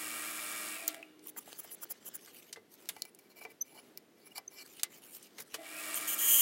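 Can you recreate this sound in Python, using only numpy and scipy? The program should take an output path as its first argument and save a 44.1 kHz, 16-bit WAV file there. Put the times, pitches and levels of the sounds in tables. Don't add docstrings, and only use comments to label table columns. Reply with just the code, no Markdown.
import sys
import numpy as np
from scipy import signal
from scipy.fft import rfft, irfft, next_fast_len
from scipy.io import wavfile
from scipy.ndimage import uniform_filter1d, map_coordinates

SR = 44100
rng = np.random.default_rng(int(sys.argv[2]) if len(sys.argv) > 2 else 0)


def waveform_to_disk(signal):
    frames = np.transpose(np.atleast_2d(signal))
    scaled = np.clip(frames, -1, 1) * 32767
    samples = np.round(scaled).astype(np.int16)
    wavfile.write(sys.argv[1], SR, samples)


N = 282681

# time in seconds, rate in Hz.
DRIVE_RATE = [(0, 112.1), (.64, 112.1), (.8, 96), (.92, 85), (1, 69), (1.2, 48), (1.5, 5), (5.48, 5),
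              (5.57, 69), (5.65, 84), (5.79, 98), (5.9, 111.21), (6.41, 111.21)]
FULL_RATE_HZ = 112.1


def drive_cycles(waver=.0003):
    return np.cumsum(curve(DRIVE_RATE) * (1 + waver * wobble(25))) / SR


def speed():
    return np.clip(curve(DRIVE_RATE) / FULL_RATE_HZ, .001, 1)


def running(full_db, drop_db, drop_power=1.68):
    return amp(full_db - drop_db * (1 - speed()) ** drop_power)


# multiple of the vibration rate, relative level in dB.
HUM_PARTIALS = [(1, -15.5), (2, -6), (3, -10.5), (4, -12), (5, -8), (6, -4.5), (7, -10), (8, -8.5),
                (9, -19), (10, -2), (11, 4.5), (12, 0.5), (13, -24), (14, -1.5), (15, -3), (16, -3),
                (17, -2), (18, -46.5), (19, -46.5), (20, -6), (21, -1.5)]


def hum(cycles):
    turn = 2 * np.pi * cycles
    partials = [amp(db) * np.sin(k * turn + rng.uniform(0, 2 * np.pi)) for k, db in HUM_PARTIALS]
    return running(full_db=-52, drop_db=360) * unit(sum(partials))


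# frequency in Hz, relative density in dB per Hz.
WHIRR_SPECTRUM = [(88, -38), (150, -23), (258, -19), (310, -10), (475, -14.5), (659, -12.5), (954, -14.5),
                  (1200, -6), (1480, -14.5), (1850, -10.5), (2310, -5.5), (4500, -13), (5850, -18.5),
                  (9900, -52)]
# frequency in Hz, width in Hz, relative level in dB.
FRAME_MODES = [(611.5, 4.7, -3.5), (1172, 40, -2.5), (1212, 10, -7), (1360, 30, 3), (1655, 23, 2),
               (1840, 17, -4), (1896, 16, 3.5), (1940, 8.6, -23), (2274, 50, 7.5), (2365, 31, 6.5),
               (2796, 22, 2), (3580, 7.8, -5)]


def whirr():
    broad = friction(colour(WHIRR_SPECTRUM), grain_db=1.5, grain_rate=170)
    return running(full_db=-44.5, drop_db=81) * amp(-4) * (broad + ringing(FRAME_MODES))


# frequency in Hz, relative density in dB per Hz.
HISS_SPECTRUM = [(2500, -14), (3800, -13), (5200, -2.5), (6100, -6.5), (6900, 1.5), (9000, 0),
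                 (12500, -3.5), (13600, -4), (14600, -0.5), (15500, -2)]
# frequency in Hz, width in Hz, boost in dB.
HISS_RESONANCES = [(8450, 200, 9), (9550, 200, -6), (10220, 560, 8), (11520, 450, 6)]


def hiss(cycles, grain_db=1.0):
    turn = 2 * np.pi * cycles
    throb_db = 2.7 * np.cos(turn) + 1.1 * np.cos(2 * turn)
    rubs = rng.standard_normal(N) * amp(throb_db + grain_db * wobble(500))
    return running(full_db=-42.5, drop_db=124) * unit(filtered(rubs, colour(HISS_SPECTRUM, HISS_RESONANCES)))


def lathe(cycles):
    return hum(cycles) + whirr() + hiss(cycles)


def belt(smear_hz=60, full_pitch_hz=2930, level_db=-52.5, resonance_hz=2490, width_hz=280):
    pitch = full_pitch_hz * speed()
    turn = 2 * np.pi * np.cumsum(pitch) / SR
    gain = amp(level_db) / (1 + (2 * (pitch - resonance_hz) / width_hz) ** 2)
    return gain * unit(wobble(2 * smear_hz) * np.sin(turn) + wobble(2 * smear_hz) * np.cos(turn))


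def bed(mode_hz=309.4, level_db=-60, onset=0.46, lag_s=0.15):
    shaken = amp(level_db) / (1 + (onset / speed()) ** 8)
    keep = np.exp(-1 / (lag_s * SR))
    built_up = signal.lfilter([1 - keep], [1, -keep], shaken, zi=shaken[:1])[0]
    return built_up * singing([(mode_hz, 0)], waver_db=2, waver_rate=20)


# frequency in Hz, relative level in dB.
HOUSING_MODES = [(315, -5), (628, -8), (667, 0), (790, -10), (2026, -11)]
# start of the hold in seconds, hold in seconds, level in dB, attack in seconds.
HOUSING_SWELLS = [(0.843, 0.14, -54.5, .16), (5.59, .004, -51, 0.013), (5.75, 0.26, -59, 0.12)]


def housing():
    strain = sum(amp(db) * stroke(s, hold, attack, release=0.098)
                 for s, hold, db, attack in HOUSING_SWELLS)
    return strain * singing(HOUSING_MODES, waver_db=1.5, waver_rate=25, drift_cycles=0.09)


# start of the hold in seconds, hold in seconds, chatter level in dB, attack in seconds.
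GOUGE_TOUCHES = [(5.959, .018, -37, 0.011), (6.012, .008, -47, 0.0047), (6.079, 0.063, -37, .004),
                 (6.203, .25, -35.5, 0.031), (6.354, .15, -29, .14)]
# frequency in Hz, relative density in dB per Hz.
STEEL_SPECTRUM = [(1000, -14), (2600, -15), (3800, -20), (5600, -15), (6100, -2.5), (7200, 2.5),
                  (7900, -0.5), (9000, -4), (10400, 2.5), (11100, -9.5), (11600, 5), (12200, 2.5),
                  (13500, 11), (15600, 3)]
# frequency in Hz, width in Hz, boost in dB.
STEEL_RESONANCES = [(2914, 250, 19), (3210, 310, 21.5), (6250, 313, 9), (6449, 60, -6), (6901, 70, 8),
                    (7564, 70, -7), (8780, 370, 15.5), (9464, 70, -1), (10120, 120, -2), (10530, 80, 15),
                    (12200, 70, 2), (12700, 70, 1), (13910, 90, 5), (14239, 90, 4), (14460, 680, -10.5)]


def gouge(cycles, loose_db=-4.5, uneven_db=2.5, order=142, size=8192):
    partials = amp(uneven_db * rng.standard_normal(order)) * np.exp(2j * np.pi * rng.random(order))
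    one_cycle = unit(irfft(np.append(0, partials), size))
    slip = cycles + .0011 * wobble(45)
    rattle = np.interp(slip % 1, np.arange(size) / size, one_cycle)
    bite = amp(3.5 * np.cos(2 * np.pi * cycles) + 2.5 * wobble(600))
    fibres = amp(loose_db) * bite * rng.standard_normal(N)
    pressure = amp(0.55 * wobble(60))
    depth = sum(amp(db) * stroke(s, hold, attack, release=0.015) for s, hold, db, attack in GOUGE_TOUCHES)
    return depth * unit(filtered((rattle + fibres) * pressure, colour(STEEL_SPECTRUM, STEEL_RESONANCES)))


# start of the hold in seconds, hold in seconds, level in dB.
BRUSH_STROKES = [(1.295, 0.0019, -42), (1.386, 0.0033, -34.5), (1.598, .004, -38), (1.647, 0.0041, -47),
                 (1.725, 0.024, -46), (1.833, 0.0091, -36), (1.916, 0.0063, -34.5), (2.068, .02, -40),
                 (2.156, 0.0078, -39)]
# frequency in Hz, relative density in dB per Hz.
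BRISTLE_SPECTRUM = [(300, -0.5), (1000, -3), (3000, -8.5), (4200, -13), (6000, -2), (8300, -1.5),
                    (10000, 0), (11500, 4.5), (13500, 1), (15600, 10)]
# frequency in Hz, width in Hz, boost in dB.
BRISTLE_RESONANCES = [(3224, 56, 21), (7270, 530, 10), (10200, 370, 16), (12240, 1100, 7), (13700, 610, 6)]


def brush():
    drag = friction(colour(BRISTLE_SPECTRUM, BRISTLE_RESONANCES), grain_db=2.0, grain_rate=460)
    return strokes(BRUSH_STROKES, attack=0.021, release=0.0059) * roving(drag, depth_db=3.5)


# start of the hold in seconds, hold in seconds, level in dB, extra treble in dB.
HAND_SLIDES = [(1.258, 0.032, -56, 6), (1.39, .04, -59, -3), (1.47, 0.093, -53.5, -4),
               (1.591, .12, -57, -5), (1.776, 0.2, -60, -18), (2.03, 0.18, -59, -16),
               (2.228, 0.081, -56.5, -1.5), (2.352, 0.042, -58.5, 4), (2.431, 0.073, -61, -3),
               (2.731, 0.014, -60.5, 5), (2.79, 0.205, -62, -3), (4.662, .15, -58, 0),
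               (4.925, 0.058, -56.5, 0), (5.041, 0.073, -58, 4), (5.152, 0.012, -53, 7.5),
               (5.199, 0.066, -56.5, -3), (5.297, 0.095, -65, -11), (5.41, 0.0027, -45.5, 0),
               (5.467, 0.027, -63, -3), (5.526, 0.011, -52.5, -9)]
# frequency in Hz, relative density in dB per Hz.
SKIN_SPECTRUM = [(300, -17), (900, -9.5), (1800, -1.5), (4200, -4), (6500, -2.5), (8500, -3), (10500, -3),
                 (12500, -1.5), (15600, -3.5)]
# frequency in Hz, width in Hz, boost in dB.
SKIN_RESONANCES = [(2300, 71, 3.5), (2970, 240, 6), (12200, 710, 1)]


def hands(crumb_db=-9, bump_db=-12, attack_s=0.034, release_s=0.023):
    crumb_colour = colour([(1000, -30), (4000, -1), (14000, -2)])
    crumbs = friction(crumb_colour, grain_db=9.5, grain_rate=1100)
    drag = friction(colour(SKIN_SPECTRUM, SKIN_RESONANCES), grain_db=2.5, grain_rate=280)
    skin = roving(drag + amp(crumb_db) * crumbs, depth_db=4.5)
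    treble = filtered(skin, lambda hz: 1 - 1 / (1 + (hz / 8000) ** 4))
    bump_colour = colour([(110, -1.0), (220, 6.5), (600, -0.5), (1200, -1.5), (3000, -12)])
    bumps = friction(bump_colour, grain_db=3.2, grain_rate=70)
    press = strokes([(s, hold, db) for s, hold, db, _ in HAND_SLIDES], attack_s, release_s)
    skim_rows = [(s, hold, db + treble_db) for s, hold, db, treble_db in HAND_SLIDES]
    skim = strokes(skim_rows, attack_s, release_s)
    return press * (skin - treble + amp(bump_db) * bumps) + skim * treble


# frequency in Hz, relative density in dB per Hz.
CALIPER_SPECTRUM = [(200, -50), (650, 8), (1500, -0.5), (3300, -10), (4300, 1.5), (5300, 7), (6400, -3.5),
                    (7100, 3.5), (8800, -4.5), (11200, 0.5), (13400, 3.5), (15600, 2.5)]
# frequency in Hz, width in Hz, boost in dB.
CALIPER_RESONANCES = [(2010, 26, 18.5), (2330, 144, 24), (2914, 500, 17), (4330, 370, 6),
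                      (10420, 380, 13.5)]
# start of the hold in seconds, hold in seconds, level in dB.
TIP_SLIDES = [(2.99, 0.1, -64.5), (3.195, 0.082, -71), (3.307, 0.016, -61.5), (3.374, 0.017, -52.5),
              (3.417, 0.028, -52.5), (3.51, 0.0059, -57), (3.66, 0.068, -62), (3.755, 0.042, -55),
              (3.82, 0.062, -70), (4.185, 0.073, -69), (4.269, 0.0068, -56.5), (4.314, 0.012, -63),
              (4.365, 0.015, -46.5), (4.52, 0.054, -59), (4.583, 0.041, -50.5)]


def caliper_scrape():
    drag = friction(colour(CALIPER_SPECTRUM, CALIPER_RESONANCES), grain_db=2, grain_rate=720)
    return strokes(TIP_SLIDES, attack=0.018, release=0.015) * roving(drag, depth_db=4.5)


# centre in seconds, pitch in Hz, peak of the fundamental in dB,
# time from the centre to a fall of 1/e in seconds, level of the octave against the fundamental in dB.
TIP_SQUEAKS = [(3.6155, 6026, -27, 0.004, -16), (3.622, 6150, -29.5, 0.0036, -7.5),
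               (4.32, 2860, -53, 0.0057, -20), (4.481, 6200, -34.5, 0.0023, -25)]


def squeaks():
    track = np.zeros(N)
    for s, hz, db, length, octave_db in TIP_SQUEAKS:
        t = np.arange(N) / SR - s
        turn = 2 * np.pi * hz * t
        swell = amp(db) * np.exp(-(t / length) ** 2)
        track += swell * (np.sin(turn) + amp(octave_db) * np.sin(2 * turn))
    return track


# start in seconds, relative peak in dB, brightest band in Hz,
# fall either side of it in dB per octave, ring t60 in seconds, ring level against the crack in dB.
CALIPER_TAPS = [(2.9646, -38.5, 880, 4, .025, 9), (3.0209, -19, 9800, 5.5, 0.011, -19),
                (3.0523, -36.5, 6000, 0.5, 0.022, 7), (3.1483, -41.5, 9650, 17, 0.02, -4),
                (3.1891, -42.5, 14000, 2, 0.038, 7), (3.4511, -37, 2360, 9.5, 0.03, -12),
                (3.9748, -28, 11900, 6, 0.026, -12), (4.3807, -27.5, 2300, 3, 0.018, 2)]


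def caliper_taps(level_db=1):
    body = colour(CALIPER_SPECTRUM, CALIPER_RESONANCES)
    return amp(level_db) * contacts(CALIPER_TAPS, body, crack_t60=0.0039)


# start in seconds, relative peak in dB, brightest band in Hz,
# fall either side of it in dB per octave, ring t60 in seconds, ring level against the crack in dB.
TOOL_CLICKS = [(.8787, -20, 7500, 32, 0.015, 7), (.8793, -18, 15200, 61, 0.026, 5),
               (.8875, -27, 3500, 6, 0.11, -7.5), (.945, -32, 12000, -1, 0.043, -15),
               (1.0278, -37.5, 2560, 55, 0.022, 7), (1.1935, -50, 5470, 8, 0.028, 1.5),
               (1.2718, -30, 14500, 25, .01, -16), (1.5294, -34.5, 14400, -2, 0.0097, -18),
               (1.854, -45, 11000, -4.5, .015, -3), (2.261, -40.5, 8000, 6, .015, -7),
               (2.5277, -32.5, 5230, 7.5, 0.049, 19), (2.857, -44, 12000, 0, 0.019, -6),
               (2.889, -25, 12600, 6, 0.045, 5), (2.892, -30, 2760, 9, 0.058, 19),
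               (4.7959, -37, 4000, 5, 0.051, 4), (4.833, -14, 9700, 6.5, 0.032, -3),
               (5.2276, -42.5, 8850, 10, 0.059, 8), (5.3828, -37, 2960, 5, 0.091, 25),
               (5.5419, -26.5, 3000, 2.5, 0.066, 25), (5.9436, -21.5, 8100, 47, 0.0088, 2),
               (6.0773, -29, 6840, 38, .02, -18)]


def clicks(level_db=1):
    body = colour([(300, 2.5), (2000, 1.0), (9000, -1), (15500, -4), (17500, -34)])
    return amp(level_db) * contacts(TOOL_CLICKS, body, crack_t60=0.0059)


def contacts(rows, body, crack_t60, size=8192):
    track, t = np.zeros(N), np.arange(size) / SR
    for s, db, bright_hz, fall_db, t60, ring_db in rows:
        decay = amp(-60 * t / crack_t60) + amp(ring_db - 60 * t / t60)
        burst = rng.standard_normal(size) * decay
        hardness = lambda hz: amp(-fall_db * np.abs(np.log2((hz + 1) / bright_hz))) + amp(-31.0)
        hit = causal(burst, lambda hz: body(hz) * hardness(hz))
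        add(track, s, amp(db) * hit / np.abs(hit).max())
    return track


# start in seconds, peak in dB, brightest band in Hz.
BOWL_KNOCKS = [(1.261, -52, 1100), (1.3635, -42.5, 1110), (1.476, -45, 620), (1.646, -48, 705),
               (1.909, -54, 600), (2.275, -49, 1490), (2.560, -41, 1800), (2.572, -44, 420),
               (2.890, -46, 795), (2.965, -45, 670), (3.415, -44.5, 880), (3.451, -40.5, 690),
               (4.382, -41, 704), (4.836, -36, 2290), (5.384, -41, 2100), (5.392, -47, 474),
               (5.546, -41, 490)]
# frequency in Hz, relative level in dB, t60 in seconds.
BOWL_MODES = [(105, -17.5, 0.31), (448, -11, 0.11), (670, 0, 0.011), (868, -15.5, 0.082),
              (1174, -13, 0.093), (1570, -5.5, 0.013), (2050, -9.5, 0.11)]


def knocks(attack_s=0.00022, thud_db=2, fall_db=9, size=8192):
    track, t = np.zeros(N), np.arange(size) / SR
    thud_colour = colour([(150, -27), (600, -3.0), (1800, -5), (5000, -3.5)])
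    for s, db, bright_hz in BOWL_KNOCKS:
        ring = np.zeros(size)
        for hz, mode_db, t60 in BOWL_MODES:
            luck_db = rng.normal(0, 3)
            decay = amp(mode_db + luck_db - 60 * t / t60)
            ring += decay * np.sin(2 * np.pi * (hz * t + rng.random()))
        thud = unit(filtered(rng.standard_normal(size), thud_colour)) * amp(thud_db - 60 * t / 0.09)
        spot = lambda hz: amp(-fall_db * np.abs(np.log2((hz + 1) / bright_hz)))
        hit = causal((ring + thud) * (1 - np.exp(-t / attack_s)), spot)
        add(track, s, amp(db) * hit / np.abs(hit).max())
    return track


# start in seconds, frequency in Hz, starting level in dB, t60 in seconds.
STEEL_PINGS = [(1.028, 2860, -66.5, 0.95), (2.527, 9200, -42, 0.028), (2.889, 11100, -54, 0.26),
               (3.021, 4290, -30.5, 0.01), (5.54, 3000, -45, 0.06)]


def pings():
    track, t = np.zeros(N), np.arange(SR // 2) / SR
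    for s, hz, db, t60 in STEEL_PINGS:
        add(track, s, amp(db - 60 * t / t60) * np.sin(2 * np.pi * hz * t))
    return track


# frequency in Hz, t60 in seconds.
SHOP_DECAY = [(200, 0.25), (2000, 0.16), (12000, 0.012)]


def shop(x):
    hz, t, z = signal.stft(rng.standard_normal(SR // 2), SR, nperseg=256)
    decay = amp(-60 * t / along(SHOP_DECAY, hz)[:, None])
    tail = signal.istft(z * decay, SR, nperseg=256)[1]
    return signal.fftconvolve(np.pad(x, (180, 0)), tail / np.linalg.norm(tail))[:N]


# frequency in Hz, relative density in dB per Hz.
AIR_SPECTRUM = [(15, -73), (25, -35), (205, 1.5), (403, 6.5), (542, -2.5), (604, -2), (981, -10.5),
                (2150, -11), (2330, -13), (3390, -14.5), (5230, -17.5), (8970, -21.5), (10300, -20.5),
                (13400, -20), (15800, -27)]


def air(level_db=-64):
    return amp(level_db) * friction(colour(AIR_SPECTRUM), grain_db=1.16, grain_rate=8)


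def friction(response, grain_db, grain_rate):
    return unit(filtered(rng.standard_normal(N) * amp(grain_db * wobble(grain_rate)), response))


def roving(x, depth_db, size=512):
    z = signal.stft(x, nperseg=size)[2]
    field = uniform_filter1d(rng.standard_normal(z.shape), size=9, axis=0)
    field = uniform_filter1d(field, size=7, axis=1)
    return unit(signal.istft(z * amp(depth_db * unit(field)), nperseg=size)[1][:N])


def ringing(modes):
    def response(f):
        total = 0
        for k, (centre, width, db) in enumerate(modes):
            resonance = 1j * f * width / (centre ** 2 - f ** 2 + 1j * f * width)
            total = total + amp(db) / np.sqrt(width) * resonance * (-1) ** k
        return total
    return unit(filtered(rng.standard_normal(N), response))


def singing(modes, waver_db, waver_rate, drift_cycles=0):
    t = np.arange(N) / SR
    tone = lambda hz: np.sin(2 * np.pi * (hz * t + drift_cycles * wobble(4 * waver_rate)))
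    return unit(sum(amp(db + waver_db * wobble(waver_rate)) * tone(hz) for hz, db in modes))


def stroke(s, hold, attack, release):
    t = np.arange(N) / SR - s
    away = np.maximum(-t / attack, 0) ** 2 + np.maximum((t - hold) / release, 0) ** 2
    return amp(-20 * np.minimum(away, 10))


def strokes(rows, attack, release):
    return np.sqrt(sum((amp(db) * stroke(s, hold, attack, release)) ** 2 for s, hold, db in rows))


def amp(db):
    return 10 ** (np.asarray(db) / 20)


def unit(x):
    return x / np.sqrt(np.mean(x ** 2) + 1e-20)


def along(points, hz):
    f, v = np.transpose(points)
    return np.interp(np.log(hz + 1), np.log(f + 1), v)


def curve(rows):
    return np.interp(np.arange(N) / SR, *np.transpose(rows))


def wobble(rate):
    return map_coordinates(rng.standard_normal(N // 4), [np.arange(N) * rate / SR], mode="wrap")


def filtered(x, response):
    n = x.shape[-1]
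    m = next_fast_len(n + 8192)
    return irfft(rfft(x, m) * response(np.fft.rfftfreq(m, 1 / SR)), m)[..., :n]


def colour(spectrum, peaks=()):
    def humps(hz):
        return sum(db / (1 + (2 * (hz - centre) / width) ** 2) for centre, width, db in peaks)
    return lambda hz: amp(along(spectrum, hz) + humps(hz)) * np.minimum(hz / spectrum[0][0], 1) ** 2


def causal(x, response, size=4096):
    cepstrum = irfft(np.log(response(np.fft.rfftfreq(size, 1 / SR)) + 1e-6))
    ring = irfft(np.exp(rfft(2 * cepstrum[:size // 2], size) - cepstrum[0]))
    return signal.fftconvolve(x, ring)[:len(x)]


def add(track, s, sound):
    part = track[max(round(s * SR), 0):][:len(sound)]
    part += sound[:len(part)]


def scene(hit_room_db=-21, rub_room_db=-24):
    cycles = drive_cycles()
    machine = lathe(cycles) + belt() + bed() + housing()
    hits = caliper_taps() + clicks() + knocks() + pings()
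    rubs = brush() + hands() + caliper_scrape() + squeaks()
    room = shop(amp(hit_room_db) * hits + amp(rub_room_db) * rubs)
    return (machine + gouge(cycles) + hits + rubs + room + air())[None]


def record(dry, top_hz=15800):
    return filtered(dry, lambda hz: hz < top_hz)


dry = scene()
out = record(dry)
waveform_to_disk(out)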